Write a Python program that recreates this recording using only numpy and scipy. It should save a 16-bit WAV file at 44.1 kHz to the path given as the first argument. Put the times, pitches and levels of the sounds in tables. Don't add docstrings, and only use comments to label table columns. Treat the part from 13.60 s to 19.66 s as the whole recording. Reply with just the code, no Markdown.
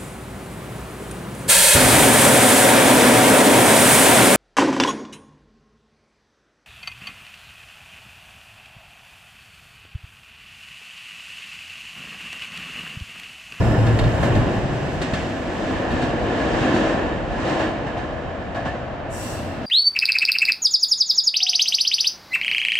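import sys
import numpy as np
from scipy import signal
from scipy.fft import rfft, irfft, next_fast_len
from scipy.io import wavfile
from scipy.ndimage import uniform_filter1d

SR = 44100
rng = np.random.default_rng(int(sys.argv[2]) if len(sys.argv) > 2 else 0)


def persist_wave(psi):
    counts = np.round(np.clip(psi, -1, 1) * 32767).astype(np.int16)
    wavfile.write(sys.argv[1], SR, np.atleast_2d(counts).T)


N = 267246
T = np.arange(N) / SR
FFT_SIZE = next_fast_len(N + 4096)
HZ = np.arange(FFT_SIZE // 2 + 1) * SR / FFT_SIZE + 1e-3

# time in seconds, then roar, treble and boom in relative dB.
ROLL_LEVELS = [(0.0, -25, -45, -20.5), (0.3, -26, -46.5, -24.5), (0.55, -26, -45.5, -25.5),
               (0.68, -24, -44.5, -21.5), (0.92, -26, -45, -22.5), (1.02, -29.5, -46.5, -25),
               (1.35, -31.5, -46, -27), (1.82, -32, -48, -31.5), (2.1, -27.5, -43.5, -26.5),
               (2.26, -26, -46.5, -31), (2.43, -26.5, -42.5, -24), (2.55, -26.5, -47, -28.5),
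               (2.8, -24, -42.5, -27.5), (3.0, -22.5, -40, -25), (3.17, -23.5, -40.5, -23.5),
               (3.3, -23.5, -41, -29), (3.42, -24.5, -46, -25.5), (3.66, -31.5, -52, -33),
               (3.9, -23.5, -40, -27.5), (4.05, -26, -45.5, -32), (4.15, -29.5, -52.5, -33),
               (4.85, -36, -56.5, -35), (5.45, -34.5, -60, -37.5), (6.06, -36.5, -55.5, -33.5)]
# time in seconds, drone pitch in Hz, level in dB.
DRONE_COURSE = [(0.0, 116, -26.5), (0.006, 116, -19), (0.116, 115.8, -20.5), (0.17, 111, -29.5),
                (0.182, 110.8, -17.5), (0.346, 111, -17.5), (0.412, 110.9, -28), (0.456, 111.3, -16.5),
                (0.548, 112.3, -26), (0.616, 119.8, -29), (0.662, 115.6, -19.5), (0.682, 117, -31),
                (0.72, 126, -18), (0.732, 128.5, -29), (0.776, 124.3, -18), (0.892, 110.5, -32),
                (0.962, 119.8, -24.5), (1.088, 124.3, -29.5), (1.22, 113.9, -29.5), (1.4, 125.8, -36)]
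# time in seconds, level in dB.
GROUND_LEVELS = [(0, -21.5), (.15, -29), (.42, -22), (.8, -26.5), (1.6, -37), (2.3, -31.5), (3.3, -32),
                 (4.1, -37), (4.7, -37), (5.3, -41.5), (6.06, -39.5)]
BED_LEVELS = [(1.4, -57), (1.7, -33.5), (2, -36), (2.4, -30), (2.7, -28), (2.95, -33), (3.1, -21.5),
              (3.3, -25.5), (3.6, -37), (3.8, -39), (3.92, -27), (4.03, -26.5), (4.15, -36), (4.35, -39.5),
              (4.7, -50.5)]
# start in seconds; knock, thud, rim and rail note in relative dB;
# rise and base decay in seconds; distance in metres.
AXLE_KNOCKS = [(0.264, -29, -29, -37, -45, 0.0068, 0.18, 7),
               (0.3878, -27, -22.5, -27.5, -40, 0.002, 0.15, 10),
               (0.437, -36, -38, -40, -50, 0.0029, 0.09, 10),
               (0.627, -24.5, -17.5, -42, -46, 0.0054, 0.16, 18),
               (0.751, -33, -19.5, -35.5, -49, 0.005, 0.11, 22),
               (1.415, -25.5, -25, -32.5, -46, 0.0033, 0.2, 1.7),
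               (1.535, -28.5, -15, -34, -40, 0.0012, 0.35, 5.8),
               (2.306, -33.5, -21, -41.5, -40, 0.02, 0.18, 33), (2.415, -32, -30, -42, -45, 0.014, 0.2, 20),
               (2.78, -39, -39, -55, -38, .02, .2, 40), (3.011, -28.5, -20.5, -46, -42, 0.022, 0.085, 37),
               (3.139, -28, -19, -39, -42, 0.04, 0.12, 73), (3.71, -43, -44, -59, -35, .01, .15, 60),
               (3.86, -33.5, -25.5, -45, -44, 0.044, 0.39, 90),
               (3.99, -27, -38, -46, -40.5, 0.022, 0.19, 31),
               (4.264, -33.5, -30, -62, -44, 0.0058, 0.11, 80),
               (4.369, -33.5, -25, -55, -42.5, 0.02, 0.11, 65),
               (4.944, -30.5, -35, -46.5, -36.5, 0.02, 0.17, 85),
               (5.049, -29.5, -26.5, -54, -34, 0.012, 0.19, 69)]
KNOCK_S, KNOCK_DB, THUD_DB, RIM_DB, RAIL_DB, RISE_S, DECAY_S, DISTANCE_M = np.transpose(AXLE_KNOCKS)

# frequency in Hz, relative spectral density in dB.
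ROLL_SPECTRUM = [(59, -29), (80, -24), (100, -5.5), (166, -5), (326, -4), (411, -4), (726, -9),
                 (1230, -19.5), (1760, -19), (2130, -25.5), (2800, -25.5), (3610, -33), (5500, -40.5),
                 (7880, -45.5), (10400, -66.5), (13300, -80), (15500, -99)]
TOWN_SPECTRUM = [(15, -39), (25, -21), (86, 5), (331, -10), (410, -9.5), (665, 2.5), (870, -11),
                 (1530, -12.5), (1700, -14), (2170, -18), (2770, -21.5), (7290, -48.5), (15500, -80.5)]
CRACK_SPECTRUM = [(300, 13), (700, -9), (1100, 2), (1700, 3.5), (2200, -7), (4000, -14), (8500, -18),
                  (10000, -51), (15500, -48)]
JET_SPECTRUM = [(1940, -47), (3300, -9), (4160, -7), (5220, -7.5), (5610, -5), (6260, -10), (6680, -7.5),
                (7950, -1.5), (9780, -14), (11400, -11.5), (12400, -17), (15500, -21)]
# frequency in Hz, bandwidth in Hz, relative level in dB.
WHEEL_MODES = [(1722, 177, -2.5), (1734, 37, -1.5), (1050, 97, -1), (2780, 240, -15), (3076, 130, -12),
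               (3765, 130, -17.5), (7200, 100, -29)]
PANEL_MODES = [(134.6, 38, 19), (188, 42, -1), (102, 35, -5)]
SIZZLE_MODES = [(11800, 1600, 3.5), (7200, 2700, 13.5), (14000, 3000, -4.5)]
SOIL_MODES = [(46.4, 22, 1), (68, 41, -1.5)]
RAIL_MODES = [(738, 170, 2), (584, 130, 1.5), (1090, 62, -8)]
BED_MODES = [(317, 47, -0.5), (254, 54, -1), (354, 24, -4)]
# frequency in Hz, time to fall 60 dB in seconds, relative level in dB.
RIM_MODES = [(3700, 0.013, 4), (4260, 0.0082, 4), (2760, 0.027, -1), (2150, 0.03, -2), (3270, 0.017, 0),
             (5240, 0.007, -14), (7200, 0.014, -8), (8300, 0.015, -13)]
SLEEPER_MODES = [(135, 0.064, 5), (246, 0.063, -3)]

# frequency in Hz, coherence from 0 to 1.
COHERENCE = [(30, 0.88), (150, 1), (300, 0.91), (600, 0.72), (1200, 0.52), (2500, 0.39), (10000, 0.24)]
# time in seconds, lag of the left channel in samples.
LEFT_LAG = [(0, 2), (1.5, 1.3), (2.5, -0.5), (6.06, -1)]
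# frequency in Hz, left minus right in dB.
MIC_BALANCE = [(30, -14), (60, 2), (250, -0.5), (600, 2.5), (1300, -2), (2400, -2.5), (4400, 1.5),
               (8000, -1.5), (14000, 5.5)]
# frequency in Hz, lead of the left in radians.
MIC_PHASE = [(25, 2.6), (60, 0.91), (130, 0.25), (300, 0.074), (1000, 0.062)]


def undb(db):
    return 10 ** (np.asarray(db) / 20)


def over_hz(table):
    hz, value = np.transpose(table)
    return np.interp(np.log(HZ), np.log(hz), value)


def over_time(table):
    times, *columns = np.transpose(table)
    return [np.interp(T, times, column) for column in columns]


def ramp(start_s, length_s):
    return np.sin(np.pi / 2 * np.clip((T - start_s) / length_s, 0, 1)) ** 2


def wander(rate_hz):
    hold = int(SR / rate_hz)
    steps = np.repeat(rng.standard_normal(N // hold + 1), hold)
    return uniform_filter1d(uniform_filter1d(steps, hold), hold)[:N]


def tone(hz, waver, rate_hz):
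    pitch = hz * (1 + waver * wander(rate_hz))
    return np.sqrt(2) * np.sin(2 * np.pi * np.cumsum(pitch) / SR)


def resonances(modes):
    power = sum(undb(2 * db) / (1 + ((HZ - hz * hz / HZ) / width) ** 2) ** 2 for hz, width, db in modes)
    return np.sqrt(power)


def impulse_response(modes):
    t = T[:SR // 4]
    return sum(undb(db - 60 * t / t60) * np.sin(2 * np.pi * hz * t) for hz, t60, db in modes)


def noise_spectra(coherence):
    mid, side = rfft(rng.standard_normal((2, FFT_SIZE)))
    return np.sqrt(1 + coherence) * mid + np.sqrt(1 - coherence) * side * np.array([[1], [-1]])


def noise(gain, low_hz, high_hz, coherence):
    spectra = noise_spectra(coherence) * gain
    power = 2 * np.sum(abs(spectra.mean(0)[(HZ > low_hz) & (HZ < high_hz)]) ** 2)
    return irfft(spectra, FFT_SIZE)[:, :N] * FFT_SIZE / np.sqrt(power)


def filtered(sound, gain):
    return irfft(rfft(sound, FFT_SIZE) * gain, FFT_SIZE)[:, :N]


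def knock_envelope(peaks_db, stretch):
    envelope = np.zeros(N)
    t = T[:int(0.6 * SR)]
    for start, rise, decay, peak in zip(KNOCK_S, RISE_S, DECAY_S, undb(peaks_db)):
        fall = np.log(1000) * t / (decay * stretch)
        shape = (1 - np.exp(-t / rise)) * (np.exp(-fall) + 0.14 * np.exp(-fall / 9.2))
        envelope[int(start * SR):][:len(t)] += peak * shape / shape.max()
    wall_echo = undb(-16) * np.roll(envelope, int(0.076 * SR))
    return np.hypot(envelope, wall_echo)


def rolling_roar():
    roar_db, treble_db, boom_db = over_time(ROLL_LEVELS)
    spectra = noise_spectra(over_hz(COHERENCE)) * undb(over_hz(ROLL_SPECTRUM))
    spectra /= np.std(irfft(spectra.mean(0) * (HZ > 400) * (HZ < 1300), FFT_SIZE))
    treble_tilt_db = treble_db - roar_db + 20 + 0.21 * wander(13)
    boom_tilt_db = boom_db - roar_db - 0.7
    jolted = np.hypot(undb(roar_db), knock_envelope(KNOCK_DB - 9.5, stretch=0.54))
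    rattling = np.hypot(undb(roar_db), knock_envelope(KNOCK_DB - 1, stretch=2.6))
    roar = 0
    for hz in 60 * 2 ** np.arange(0, 8.6, 0.5):
        band = np.cos(np.clip(np.pi * np.log2(HZ / hz), -np.pi / 2, np.pi / 2)) ** 2
        treble_weight = np.clip(np.log(hz / 900) / np.log(4.5), 0, 1.4)
        boom_weight = np.clip(np.log(520 / hz) / np.log(1.9), 0, 1)
        band_db = treble_weight * treble_tilt_db + boom_weight * boom_tilt_db + 0.12 * wander(4.1)
        level = (jolted if hz < 1500 else rattling) * undb(band_db)
        roar = roar + level * irfft(spectra * band, FFT_SIZE)[:, :N]
    return roar


def wheel_singing():
    rolling = undb(over_time(ROLL_LEVELS)[0] - 15 + 1.7 * wander(15))
    knocked = knock_envelope(KNOCK_DB - 15 + 0.0524 * DISTANCE_M, stretch=0.69)
    return np.hypot(rolling, knocked) * noise(resonances(WHEEL_MODES), 1600, 2000, over_hz(COHERENCE))


def car_bodies():
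    pitch_hz, drone_db = over_time(DRONE_COURSE)
    gone_s = np.clip(T - DRONE_COURSE[-1][0], 0, 2)
    drone = tone(pitch_hz, waver=0.03 + 0.16 * ramp(0.5, 0.299), rate_hz=35)
    panels = undb(-7) * noise(resonances(PANEL_MODES), 60, 300, coherence=0.87)
    whine_db = -55.5 - 9 * T + 3 * wander(9)
    whine = undb(whine_db) * noise(resonances([(5220, 300, 0)]), 4000, 7000, coherence=0.3)
    return undb(drone_db - 60 * gone_s) * (drone + panels) + whine


def wheel_sizzle():
    treble_db = over_time(ROLL_LEVELS)[1]
    rolling = undb(-60 + 0.96 * (treble_db - treble_db[0]) + 2.1 * wander(28))
    knocked = knock_envelope(KNOCK_DB - 36.5 - 0.12 * DISTANCE_M, stretch=1)
    distance_ratio = np.hypot(1, T / 0.85)
    sizzle = np.hypot(rolling, knocked) * undb(-27.5 * np.log10(distance_ratio))
    hiss = undb(-56) * np.exp(-((T - 0.65) / 0.047) ** 2)
    return np.hypot(sizzle, hiss) * noise(resonances(SIZZLE_MODES), 8930, 15000, coherence=0.15)


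def ground_rumble():
    return undb(over_time(GROUND_LEVELS)[0]) * noise(resonances(SOIL_MODES), 31, 92, coherence=1)


def town_hum():
    level = undb(-32.5 + 0.27 * wander(1.38))
    return level * noise(undb(over_hz(TOWN_SPECTRUM)), 20, 16000, over_hz(COHERENCE))


def joint_cracks():
    crack = noise(undb(over_hz(CRACK_SPECTRUM)), 1600, 9000, over_hz(COHERENCE))
    treble = filtered(crack, 1 / (1 + (7000 / HZ) ** 4))
    air_loss_db = 2 * DISTANCE_M
    dull = knock_envelope(KNOCK_DB - 10.5, stretch=0.7) * (crack - treble)
    bright = knock_envelope(KNOCK_DB - 5 - air_loss_db, stretch=0.64) * treble
    snap = knock_envelope(KNOCK_DB - 18 - air_loss_db, stretch=0.13) * crack
    return dull + bright + snap


def rim_ring():
    rim = impulse_response(RIM_MODES)
    rattle = knock_envelope(RIM_DB, stretch=0.25) * noise(1, 20, 24000, coherence=0.68)
    rattled = signal.fftconvolve(rattle, rim[None] / np.linalg.norm(rim))[:, :N]
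    taps = np.zeros(N)
    taps[((KNOCK_S + RISE_S) * SR).astype(int)] = undb(RIM_DB + 4)
    return rattled + signal.fftconvolve(taps, rim / abs(rim).max())[:N]


def rail_ring(note_hz=1698, note_s=0.084):
    ring = noise(resonances(RAIL_MODES), 400, 2000, coherence=1)
    carried = knock_envelope(KNOCK_DB - 8.5 + 0.13 * DISTANCE_M, stretch=0.99) * ring
    onsets = np.zeros(N)
    onsets[(KNOCK_S * SR).astype(int)] = undb(RAIL_DB)
    swells = signal.fftconvolve(onsets, np.hanning(int(note_s * SR)))[:N]
    return carried + swells * tone(note_hz, waver=0.025, rate_hz=70)


def sleeper_thuds():
    force = np.zeros(N)
    for start, db, rise in zip(KNOCK_S, THUD_DB, RISE_S):
        width = int((0.00071 + rise / 5) * SR)
        force[int((start - 0.001) * SR):][:width] = undb(db) * np.hanning(width) * 2 / width
    return signal.fftconvolve(force, impulse_response(SLEEPER_MODES))[:N]


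def track_bed_boom():
    boom = noise(resonances(BED_MODES), 200, 400, coherence=0.97)
    note = undb(-5) * tone(312.6, waver=0.0304, rate_hz=14)
    return undb(over_time(BED_LEVELS)[0]) * (boom + note)


def low_hum():
    hum = noise(resonances([(236.5, 28, 0), (94, 16, 0)]), 60, 400, coherence=0.98)
    return undb(-34) * ramp(5.45, 0.28) * hum


def air_valve(open_s=5.485, attack_s=0.066, hold_s=0.16):
    full_flow_s = np.clip(T - open_s - attack_s, 0, None)
    closing_s = np.clip(full_flow_s - hold_s, 0, None)
    pan_db = np.array([[1.2], [-1.2]])
    flow_db = -44 - 0.5 * full_flow_s + 0.5 * wander(24.9) + pan_db
    whistles = resonances([(5800, 220, -1.5), (2730, 230, 4)])
    jet = noise(np.hypot(undb(over_hz(JET_SPECTRUM)), whistles), 6500, 15000, coherence=0.08)
    top = filtered(jet, 1 / (1 + (12500 / HZ) ** 12))
    low = filtered(jet, 1 / (1 + (HZ / 5200) ** 12))
    middle = jet - low - top
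    upper_level = ramp(open_s, attack_s) * undb(flow_db - 75 * closing_s)
    low_level = ramp(open_s, attack_s + 0.14) * undb(flow_db - 25 * closing_s)
    return upper_level * (middle + ramp(open_s + 0.03, 0.1) * top) + low_level * low


def scene():
    train = rolling_roar() + wheel_singing() + track_bed_boom() + low_hum()
    train += car_bodies() + wheel_sizzle() + ground_rumble()
    train += joint_cracks() + rim_ring() + rail_ring() + sleeper_thuds()
    samples = np.arange(N)
    train[0] = np.interp(samples - over_time(LEFT_LAG)[0], samples, train[0])
    return train + air_valve() + town_hum()


def record(dry):
    left_gain = undb(over_hz(MIC_BALANCE) / 2) * np.exp(0.5j * over_hz(MIC_PHASE))
    notch = 1 - 0.52 * resonances([(416, 67, 0)])
    bass_cut = 1 / (1 + (32 / HZ) ** 6)
    edge_fade = np.clip(np.minimum(T, T[::-1]) / 0.004, 0, 1)
    stereo = filtered(dry * edge_fade, notch * bass_cut * np.array([left_gain, 1 / left_gain]))
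    treble_cut = signal.ellip(16, 0.2, 70, 15680, fs=SR, output="sos")
    return signal.sosfilt(treble_cut, stereo)


dry = scene()
out = record(dry)
persist_wave(out)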